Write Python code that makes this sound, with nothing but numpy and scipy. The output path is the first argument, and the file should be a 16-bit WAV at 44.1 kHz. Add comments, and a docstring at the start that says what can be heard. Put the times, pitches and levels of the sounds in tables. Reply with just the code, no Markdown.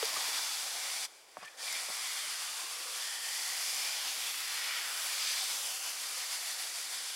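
"""A pressure sprayer's jet hisses into frothy water in a plastic bucket: drop noise split into four zones of pitch.
The jet digs hollows that resonate as it wanders; its valve shuts to a weak, spitting leak for half a second, then reopens.
Bubbles ring as decaying sines; knocks of the wand ring wall modes; thuds and slaps are bursts of band noise.
At the end the hand shakes the wand, so the hiss swells 6.66 times a second. Quiet outdoor air lies behind."""
import sys
import numpy as np
from scipy import signal
from scipy.fft import rfft, irfft, next_fast_len
from scipy.io import wavfile
from scipy.ndimage import uniform_filter1d, map_coordinates

SR = 44100
rng = np.random.default_rng(int(sys.argv[2]) if len(sys.argv) > 2 else 0)


def bounce(signal):
    """Save signal as a 16-bit WAV file at the path given by the first command-line argument."""
    frames = np.transpose(np.atleast_2d(signal))
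    limited = np.clip(frames, -1, 1)
    pcm = np.round(limited * 32767).astype(np.int16)
    wavfile.write(sys.argv[1], SR, pcm)


N = 315315


def amp(db):
    """Decibels to gain."""
    return 10 ** (np.asarray(db) / 20)


def unit(x):
    """Scale to rms 1."""
    return x / np.sqrt(np.mean(x ** 2) + 1e-20)


def along(points, hz):
    """(Hz, value) points read on a log axis."""
    f, v = np.transpose(points)
    return np.interp(np.log(hz + 1), np.log(f + 1), v)


def curves(rows, t):
    """Each column after the time, read at times t."""
    s, *cols = np.transpose(rows)
    return [np.interp(t, s, c) for c in cols]


def wobble(rate):
    """A smooth random curve, rate knots a second."""
    knots = rng.standard_normal(int(N * rate / SR) + 4)
    return map_coordinates(knots, [np.arange(N) * rate / SR])


def filtered(x, response):
    """x times a response of frequency."""
    m = next_fast_len(N + 8192)
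    return irfft(rfft(x, m) * response(np.fft.rfftfreq(m, 1 / SR)), m)[..., :N]


def bump(hz, centre, width):
    """A resonance's bell shape, top 1, half at +-width/2."""
    return 1 / (1 + (2 * (hz - centre) / width) ** 2)


def plateau(t, start, end):
    """About 1 from start to end, with soft edges."""
    return np.exp(-((2 * t - start - end) / (end - start)) ** 4)


def burst(envelope, centre_hz, octaves):
    """A puff of noise kept to a band around centre_hz, peak 1."""
    noise = envelope * rng.standard_normal(N)
    x = filtered(noise, lambda hz: bump(np.log2((hz + 1) / centre_hz), 0, octaves) ** 2)
    return x / np.abs(x).max()


# outdoor air spectrum: (frequency [Hz], relative density [dB per Hz])
AIR_SPECTRUM = [(25, -12), (100, 11.5), (200, 16), (280, 28), (600, 37), (2000, -4), (15000, 14.5)]


def outdoors(level_db, rumble_db):
    """A quiet distant rush of air, and a faint rumble that differs between the capsules."""
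    air = unit(filtered(rng.standard_normal(N), lambda hz: amp(along(AIR_SPECTRUM, hz))))
    rumble = unit(filtered(rng.standard_normal((2, N)), lambda hz: 1 / (1 + (hz / 220) ** 2)))
    return amp(level_db) * air + amp(rumble_db) * rumble


# rocking of the bucket: (time [s], peak [dB], centre [Hz])
ROCKING_THUDS = [(.137, -56, 292), (.166, -64, 110), (.171, -48, 360), (.283, -50, 450), (1.373, -56, 230),
                 (1.383, -68, 145), (1.424, -62, 191), (1.445, -69, 155), (1.754, -60, 300),
                 (1.883, -48, 500), (1.895, -55, 240)]
THUD_OCTAVES, THUD_RISE_S = 1, 0.0043  # bell width before squaring; time to the envelope's top


def thuds():
    """The full bucket rocks on the ground: soft, low thuds that swell and die."""
    t, out = np.arange(N) / SR, np.zeros(N)
    for s, db, centre_hz in ROCKING_THUDS:
        age = np.maximum(t - s, 0) / THUD_RISE_S
        out += amp(db) * burst(age * np.exp(-age), centre_hz, THUD_OCTAVES)
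    return out


# fat drops on the bucket's wall, and at 0.028 s the treble tick of the opening wand knock: (time [s], peak
# [dB], centre [Hz])
WALL_SLAPS = [(.028, -24.5, 2210), (0.054, -24, 4800), (.393, -32, 1150), (.9, -35, 2300),
              (1.726, -27, 5500), (3.053, -34, 5000), (3.862, -37, 2300), (4.343, -30, 2600),
              (5.18, -32, 2300), (5.25, -29, 4600), (5.274, -29, 4600), (5.378, -27, 2700)]
SLAP_DECAY_S, SLAP_OCTAVES = 0.0027, 2.1  # time constant; bell width before squaring


def slaps():
    """Now and then a fat drop lands on the plastic with a short, sharp tick; one such tick also marks the
    opening wand knock."""
    t, out = np.arange(N) / SR, np.zeros(N)
    for s, db, centre_hz in WALL_SLAPS:
        decay = (t > s) * np.exp(-np.abs(t - s) / SLAP_DECAY_S)
        out += amp(db) * burst(decay, centre_hz, SLAP_OCTAVES)
    return out


# wand against bucket: (time [s], gain [dB], deep thump over it [dB], first contact's time constant [s])
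WAND_KNOCKS = [(0.0277, -36.5, 15.5, 0.00004), (0.141, -37, -10, .0008), (.169, -31, -14, 0.00035),
               (1.37, -30, -24, 0.00021), (1.429, -39, -15, 0.00016), (1.887, -36, -12, 0.00029),
               (1.903, -33, -15, 0.0003)]
# wall modes: (frequency [Hz], relative level [dB], t60 [s])
WALL_MODES = [(154, -36, 0.09), (240, -33, 0.076), (623, -10, 0.033), (740, -10, 0.089), (900, -1, 0.012),
              (1095, -2, 0.03), (1480, -14, 0.012)]
# modes of the water-loaded base: (frequency [Hz], relative level [dB], t60 [s])
BASE_MODES = [(447, -2.5, 0.049), (520, -15, 0.025)]
BASE_RISE_S = 0.00031  # the heavy base takes a moment to get moving
# the wand chatters: time between contacts, loss and lengthening of each
REBOUND_S, REBOUND_LOSS_DB, REBOUND_SOFTER = 0.0031, 11, 1.8


def ring(modes, t):
    """Sum of decaying modes, each level varied at random by about 1 dB."""
    return sum(amp(db + rng.normal(0, 1) - 60 * t / t60) * np.cos(2 * np.pi * hz * t)
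               for hz, db, t60 in modes)


def radiated(x, low_hz, order):
    """Small panels radiate little bass: a high-pass."""
    return signal.sosfilt(signal.butter(order, low_hz, "high", fs=SR, output="sos"), x)


def knocks(count):
    """Each knock swells in the water-loaded base and chatters on the wall, every contact softer and duller."""
    out, t = np.zeros(N + SR), np.arange(SR // 4) / SR
    for s, db, thump_db, contact_s in WAND_KNOCKS:
        wall = radiated(ring(WALL_MODES, t), low_hz=372, order=3)
        swell = 1 - np.exp(-t / BASE_RISE_S)
        base = amp(thump_db) * radiated(ring(BASE_MODES, t) * swell, low_hz=393, order=6)
        for k in range(count):
            push = np.exp(-t / (contact_s * REBOUND_SOFTER ** k))
            struck = wall + (k == 0) * base  # only the first contact moves the base
            blow = signal.fftconvolve(struck, push / push.sum())[:len(t)]
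            out[round((s + k * REBOUND_S) * SR):][:len(t)] += amp(db - k * REBOUND_LOSS_DB) * blow
    return out[:N]


# brief squeaks and thin whistles: (start [s], end [s], mean pitch [Hz], mean level [dB])
SQUEAKS = [(0.162, 0.174, 1150, -36), (1.385, 1.485, 2520, -61), (1.424, 1.441, 1080, -48),
           (1.44, 1.494, 1770, -51), (1.474, 1.487, 2330, -53)]


def whistles(waver_hz, flutter_db):
    """The wand and the bucket's air sound in short, unsteady tones."""
    t, out = np.arange(N) / SR, np.zeros(N)
    for start, end, hz, db in SQUEAKS:
        tone = np.sin(2 * np.pi * np.cumsum(hz + waver_hz * wobble(200)) / SR)
        out += amp(db + flutter_db * wobble(130)) * tone * plateau(t, start, end)
    return out


# large bubbles: (time [s], starting pitch [Hz], gain [dB])
LARGE_BUBBLES = [(2.49, 280, -61), (2.635, 330, -52), (2.765, 504, -50), (2.801, 333, -53),
                 (2.855, 490, -46), (2.889, 405, -54), (2.925, 506, -51), (4.042, 260, -63),
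                 (4.17, 280, -58)]


def gulps(cycles, rise_per_s):
    """Where the jet digs deep it traps large bubbles, each a low note of slightly rising pitch."""
    out, t = np.zeros(N + SR), np.arange(SR // 12) / SR
    for s, hz, db in LARGE_BUBBLES:
        tone = np.sin(2 * np.pi * hz * t * (1 + rise_per_s * t))
        swell = np.exp(-t * hz / cycles) * (1 - np.exp(-t * hz))
        out[round(s * SR):][:len(t)] += amp(db) * tone * swell
    return out[:N]


def bubbles(count, centre_hz, spread, cycles, level_db):
    """Air driven under by the jet rings as small bubbles of soft start and rising pitch."""
    when = rng.integers(0, N, count)
    pitch, size = rng.standard_normal((count, 2)).T
    hz = np.clip(centre_hz * np.exp(spread * pitch), 400, 7000)[:, None]
    t = np.arange(SR // 40) / SR
    age = t * hz / cycles
    swell = np.exp(-age) * (1 - np.exp(-3 * age))
    tone = np.sin(2 * np.pi * hz * t * (1 + 0.027 * np.minimum(age, 6)))
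    rings = amp(8.7 * np.clip(size, -2, 2))[:, None] * swell * tone
    samples = when[:, None] + np.arange(len(t))
    fizz = np.bincount(samples.ravel(), rings.ravel(), N)[:N]
    gain = jet(np.arange(N) / SR)[0]
    return gain * amp(level_db) * unit(fizz)


def drops(rate, size_spread_db, mist_db):
    """Separate drop impacts of random size over countless tiny ones."""
    chance, size, mist = rng.random(N), rng.standard_normal(N), rng.standard_normal(N)
    sign = np.sign(rng.standard_normal(N))
    impacts = (chance < rate / SR) * sign * amp(size_spread_db * np.clip(size, -2, 2))
    return unit(unit(impacts) + amp(mist_db) * mist)


# drops striking the froth: (frequency [Hz], relative density [dB per Hz])
FROTH_SPECTRUM = [(30, -59), (110, -47), (200, -36.5), (400, -25), (700, -11), (1500, -9), (3000, -13),
                  (6500, -9), (10300, -7.5), (12500, -13), (15700, -21.5)]
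# air resonances in the bucket: (frequency [Hz], width [Hz], lift [dB])
BUCKET_RESONANCES = [(272, 83, 10), (501, 146, 5), (767, 106, 4), (1060, 460, 5), (1910, 320, 3),
                     (2353, 370, 5), (2996, 740, 5.5), (3485, 390, 5.5), (4736, 1860, 10), (5950, 780, 2.5),
                     (7430, 1200, 2.5)]


def in_bucket(x):
    """The colour of drops on froth, lifted at the bucket's air resonances."""
    def response(hz):
        lift_db = sum(db * bump(hz, c, w) for c, w, db in BUCKET_RESONANCES)
        return amp(along(FROTH_SPECTRUM, hz) + lift_db)
    return unit(filtered(x, response))


# nozzle splutter, and at 0.169 s the treble burst of a wand knock: (time [s], gain [dB], gaussian width [s],
# centre [Hz])
SPLUTTERS = [(.169, -36, 0.0027, 5000), (1.381, -61, .002, 12000), (1.394, -60, .002, 8000),
             (1.428, -56, 0.012, 1100), (1.433, -55, .003, 5500), (1.44, -57, 0.055, 1650),
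             (1.4485, -51, 0.0024, 2800), (1.457, -54, .004, 8800), (1.481, -52, .002, 3200),
             (1.608, -49, 0.0034, 1400), (1.682, -40, .003, 2300), (1.763, -43, 0.0045, 2260)]


def spits(spread_octaves):
    """The nozzle splutters: short spurts of coarse drops, each with its own brightness; one such burst also
    marks a wand knock."""
    t, out = np.arange(N) / SR, np.zeros(N)
    coarse = in_bucket(drops(rate=3700, size_spread_db=6, mist_db=1))
    for s, db, width_s, centre_hz in SPLUTTERS:
        spurt = unit(filtered(coarse, lambda hz: bump(np.log2((hz + 1) / centre_hz), 0, spread_octaves)))
        out += amp(db) * np.exp(-.5 * ((t - s) / width_s) ** 2) * spurt
    return out


SHUT_AT_S, SHUT_S, OPEN_AT_S, OPEN_S = 1.054, 0.0079, 1.566, 0.058  # moments and time constants


def valve(t):
    """Share of full flow: it collapses as the valve shuts and builds up again as it opens."""
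    closing = np.exp(-np.maximum(t - SHUT_AT_S, 0) / SHUT_S)
    opening = 1 - np.exp(-np.maximum(t - OPEN_AT_S, 0) / OPEN_S)
    return np.minimum(closing + opening, 1)


# jet wandering over the froth, before the voice trims:
# (time [s], overall gain [dB], drumming on water [dB], churning froth [dB], fine mist [dB])
JET_PATH = [(0.0, -39.5, -9.5, -3, -5), (0.37, -37, -11.5, -5.5, -6), (0.75, -41, -10.5, -7, -3.5),
            (1.0, -39.5, -12.5, -7, -3.5), (1.73, -40.5, -10.5, -5.5, -3.5), (1.85, -43, -9.5, -2, -2),
            (2.1, -41.5, -12.5, -4.5, -2), (2.8, -44, -11.5, -3.5, -2.5), (3.0, -41.5, -13.5, -6, -3.5),
            (3.2, -44, -11.5, -4.5, -1.5), (3.3, -40, -14.5, -7.5, -3), (3.83, -38, -14, -8, -4.5),
            (3.97, -39, -11.5, -6.5, -6), (4.35, -41.5, -10.5, -2.5, -3), (4.7, -40.5, -10.5, 1.2, -6),
            (4.93, -42, -10, -2.5, -3), (5.08, -40, -12, -2, -2), (5.15, -38.5, -14.5, -4, -5),
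            (5.27, -36, -18, -5, -7), (5.39, -37.5, -13, -5.5, -5.5), (5.65, -40.0, -11.5, -8.5, -2.5),
            (5.95, -42.5, -11.5, -4.5, -3), (6.35, -41, -13.5, -7, -3), (7.15, -44, -11.5, -2.5, -2)]
# leak, fading as the wand drains, reviving as the trigger is squeezed:
# (time [s], level against full flow [dB])
LEAK_LEVEL = [(1.08, -19.5), (1.18, -21), (1.27, -24.5), (1.37, -21.5), (1.56, -20)]
COARSE_DB = 8  # a leak falls in coarse drops: this much more drumming, half as much more churning
SHAKE_FROM_S, SHAKE_PEAK_AT_S = 5.74, 6.19  # start, and the top of one stroke
SHAKE_HZ, SHAKE_DB, SHAKE_GROWS_DB_PER_S = 6.66, 0.4, 0.5


def jet(t):
    """The jet's gain and its drum, churn and mist dB, from where it lands, the valve and the shaking hand."""
    hiss_db, drum_db, churn_db, mist_db = curves(JET_PATH, t)
    flow = valve(t)
    leak = (1 - flow) * amp(curves(LEAK_LEVEL, t)[0])
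    coarse_db = COARSE_DB * (1 - flow) ** 2
    swing_db = (t > SHAKE_FROM_S) * (SHAKE_DB + SHAKE_GROWS_DB_PER_S * (t - SHAKE_FROM_S))
    shake_db = swing_db * np.cos(2 * np.pi * SHAKE_HZ * (t - SHAKE_PEAK_AT_S))
    gain = amp(hiss_db + shake_db) * np.hypot(flow, leak)
    return gain, drum_db + coarse_db, churn_db + .5 * coarse_db, mist_db


# hollows dug by the jet, ringing until the froth closes them; the row at 1.38-1.627 s is instead the lance tube
# ringing while the valve is shut: # (start [s], end [s], first pitch [Hz], last pitch [Hz], lift [dB])
RINGING_HOLLOWS = [(.05, 0.598, 1100, 860, 5), (.62, 0.865, 730, 740, 4), (.75, 1.122, 2100, 2250, 5.5),
                   (1.38, 1.627, 1775, 1790, 9), (1.52, 1.663, 520, 520, 15),
                   (1.664, 1.803, 2080, 2270, 10.5), (1.6, 1.8, 4750, 5500, 0.5),
                   (1.96, 2.32, 2160, 2100, 5), (1.972, 2.35, 3200, 3070, 4), (2.222, 2.95, 1210, 1120, 5),
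                   (2.62, 3.0, 440, 510, 14), (2.946, 3.547, 1750, 1970, 8), (2.95, 3.403, 3150, 3200, 3.5),
                   (3.507, 4.004, 2100, 2350, 5.5), (3.75, 4.4, 2830, 3360, 3.5), (4.4, 4.9, 1940, 1860, 2),
                   (4.71, 5.05, 1380, 1330, 4), (5.08, 5.438, 4870, 4460, 2), (5.15, 5.55, 5700, 5400, 0),
                   (5.554, 5.95, 3200, 2680, 4.5), (6.1, 6.65, 2180, 2150, 4)]
# wall reflection, pitch set by the nozzle's distance: (time [s], notch [Hz], cut [dB], negative lifts)
WALL_NOTCH = [(0, 2820, -0.5), (1.4, 2880, 0.5), (2.2, 2620, 4.5), (2.4, 2800, -1), (2.5, 3800, -2),
              (3.2, 3770, 3), (3.8, 3840, 2.5), (4.6, 4930, -1.5), (5, 6330, 2.5), (5.5, 4660, 0),
              (5.72, 4000, 9), (5.95, 3520, 4.5), (6.35, 3300, 0.5), (7.15, 2500, 3.5)]
NOTCH_WIDTH = .12  # share of the notch's pitch
# jet grazing the plastic: (time [s], top treble [dB])
GRAZE_TREBLE = [(0, 1.5), (1, -3.5), (1.8, -3), (3.1, -3), (4.2, 1.5), (6, -0.5), (7.15, -4)]


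def wander(x, hollow_width, patchy_db):
    """The moving nozzle digs ringing hollows, sweeps a notch and sizzles near the wall; foam adds random patches."""
    hz, t, z = signal.stft(x, SR, nperseg=1024)
    hz = hz[:, None]
    notch_hz, notch_db = curves(WALL_NOTCH, t)
    sizzle_db, = curves(GRAZE_TREBLE, t)
    foam = uniform_filter1d(rng.standard_normal(z.shape), size=7, axis=0)  # smooth in pitch
    foam = unit(uniform_filter1d(foam, size=21, axis=1))  # and in time
    db = sizzle_db * np.clip((hz - 9500) / 3000, 0, 1)
    db = db + patchy_db * foam / (1 + hz / 6000)
    db = db - notch_db * bump(hz, notch_hz, NOTCH_WIDTH * notch_hz)
    for start, end, from_hz, to_hz, lift_db in RINGING_HOLLOWS:
        hollow_hz = np.interp(t, [start, end], [from_hz, to_hz])
        db = db + lift_db * plateau(t, start, end) * bump(hz, hollow_hz, hollow_width * hollow_hz)
    return signal.istft(z * amp(db), nperseg=1024)[1][:N]


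# borders of drumming, churning, hiss and mist: (frequency [Hz])
ZONE_BORDERS_HZ = [1370, 2970, 7260]
HISS_DB, DRUM_DB, CHURN_DB, MIST_DB = -1, -1, -1, 0.5  # voice trims


def spray(flutter_db, slosh_db):
    """The jet's drops drum on the water, churn the froth and hiss, by where they land."""
    gain, drum_db, churn_db, mist_db = jet(np.arange(N) / SR)
    impacts = drops(rate=4500, size_spread_db=2.0, mist_db=4.0)
    x = in_bucket(wander(impacts, hollow_width=0.18, patchy_db=1.4))
    below = [filtered(x, lambda hz: 1 / (1 + (hz / edge) ** 8)) for edge in ZONE_BORDERS_HZ]
    zones = np.diff([np.zeros(N), *below, x], axis=0)
    drum, churn, hiss, mist = [unit(zone) for zone in zones]
    slosh = slosh_db * wobble(22)  # the surface heaves under the jet
    wet = amp(DRUM_DB + drum_db + slosh) * drum + amp(CHURN_DB + churn_db + .5 * slosh) * churn
    dry_hiss = amp(HISS_DB) * hiss + amp(MIST_DB + mist_db) * mist
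    return gain * amp(flutter_db * wobble(28)) * (wet + dry_hiss)


# scatter off the bucket's wall: (frequency [Hz], side over mid [dB])
WALL_SCATTER = [(100, -20), (300, -25), (600, -28), (1400, -31), (2200, -23), (5000, -18), (6000, -20),
                (8000, -20), (10500, -26), (15000, -25)]
# stereo lean: (frequency [Hz], left over right [dB])
STEREO_LEAN = [(1500, 0), (2000, .7), (3400, 1.1), (5000, .6), (5700, -.2), (7200, .4), (9000, 0)]


def microphones(x):
    """Two close capsules hear nearly the same, but for a little random-phase scatter off the bucket's wall."""
    z = signal.stft(x, SR, nperseg=256)[2]
    random_phase = np.exp(2j * np.pi * rng.random(z.shape))
    scatter = signal.istft(np.sqrt(2) * z * random_phase, nperseg=256)[1][:N]
    side = filtered(scatter, lambda hz: amp(along(WALL_SCATTER, hz)))
    half = np.array([[.5], [-.5]])
    return filtered(np.array([x + side, x - side]), lambda hz: amp(half * along(STEREO_LEAN, hz)))


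def scene():
    """Spray, bubbles and knocks over quiet outdoor air."""
    air = outdoors(level_db=-67.5, rumble_db=-89.5)
    bucket = thuds() + slaps() + knocks(count=3)
    deep = gulps(cycles=3.6, rise_per_s=0.84)
    froth = bubbles(count=1500, centre_hz=1909, spread=.45, cycles=18.2, level_db=-21.5)
    nozzle = whistles(waver_hz=32, flutter_db=2.5) + spits(spread_octaves=1.4)
    nozzle = nozzle + spray(flutter_db=0.5, slosh_db=.5)
    return microphones(bucket + deep + froth + nozzle) + air


TOP_HZ = 15850


def record(dry):
    """Nothing passes above the band limit."""
    return filtered(dry, lambda hz: hz < TOP_HZ)


dry = scene()
out = record(dry)
bounce(out)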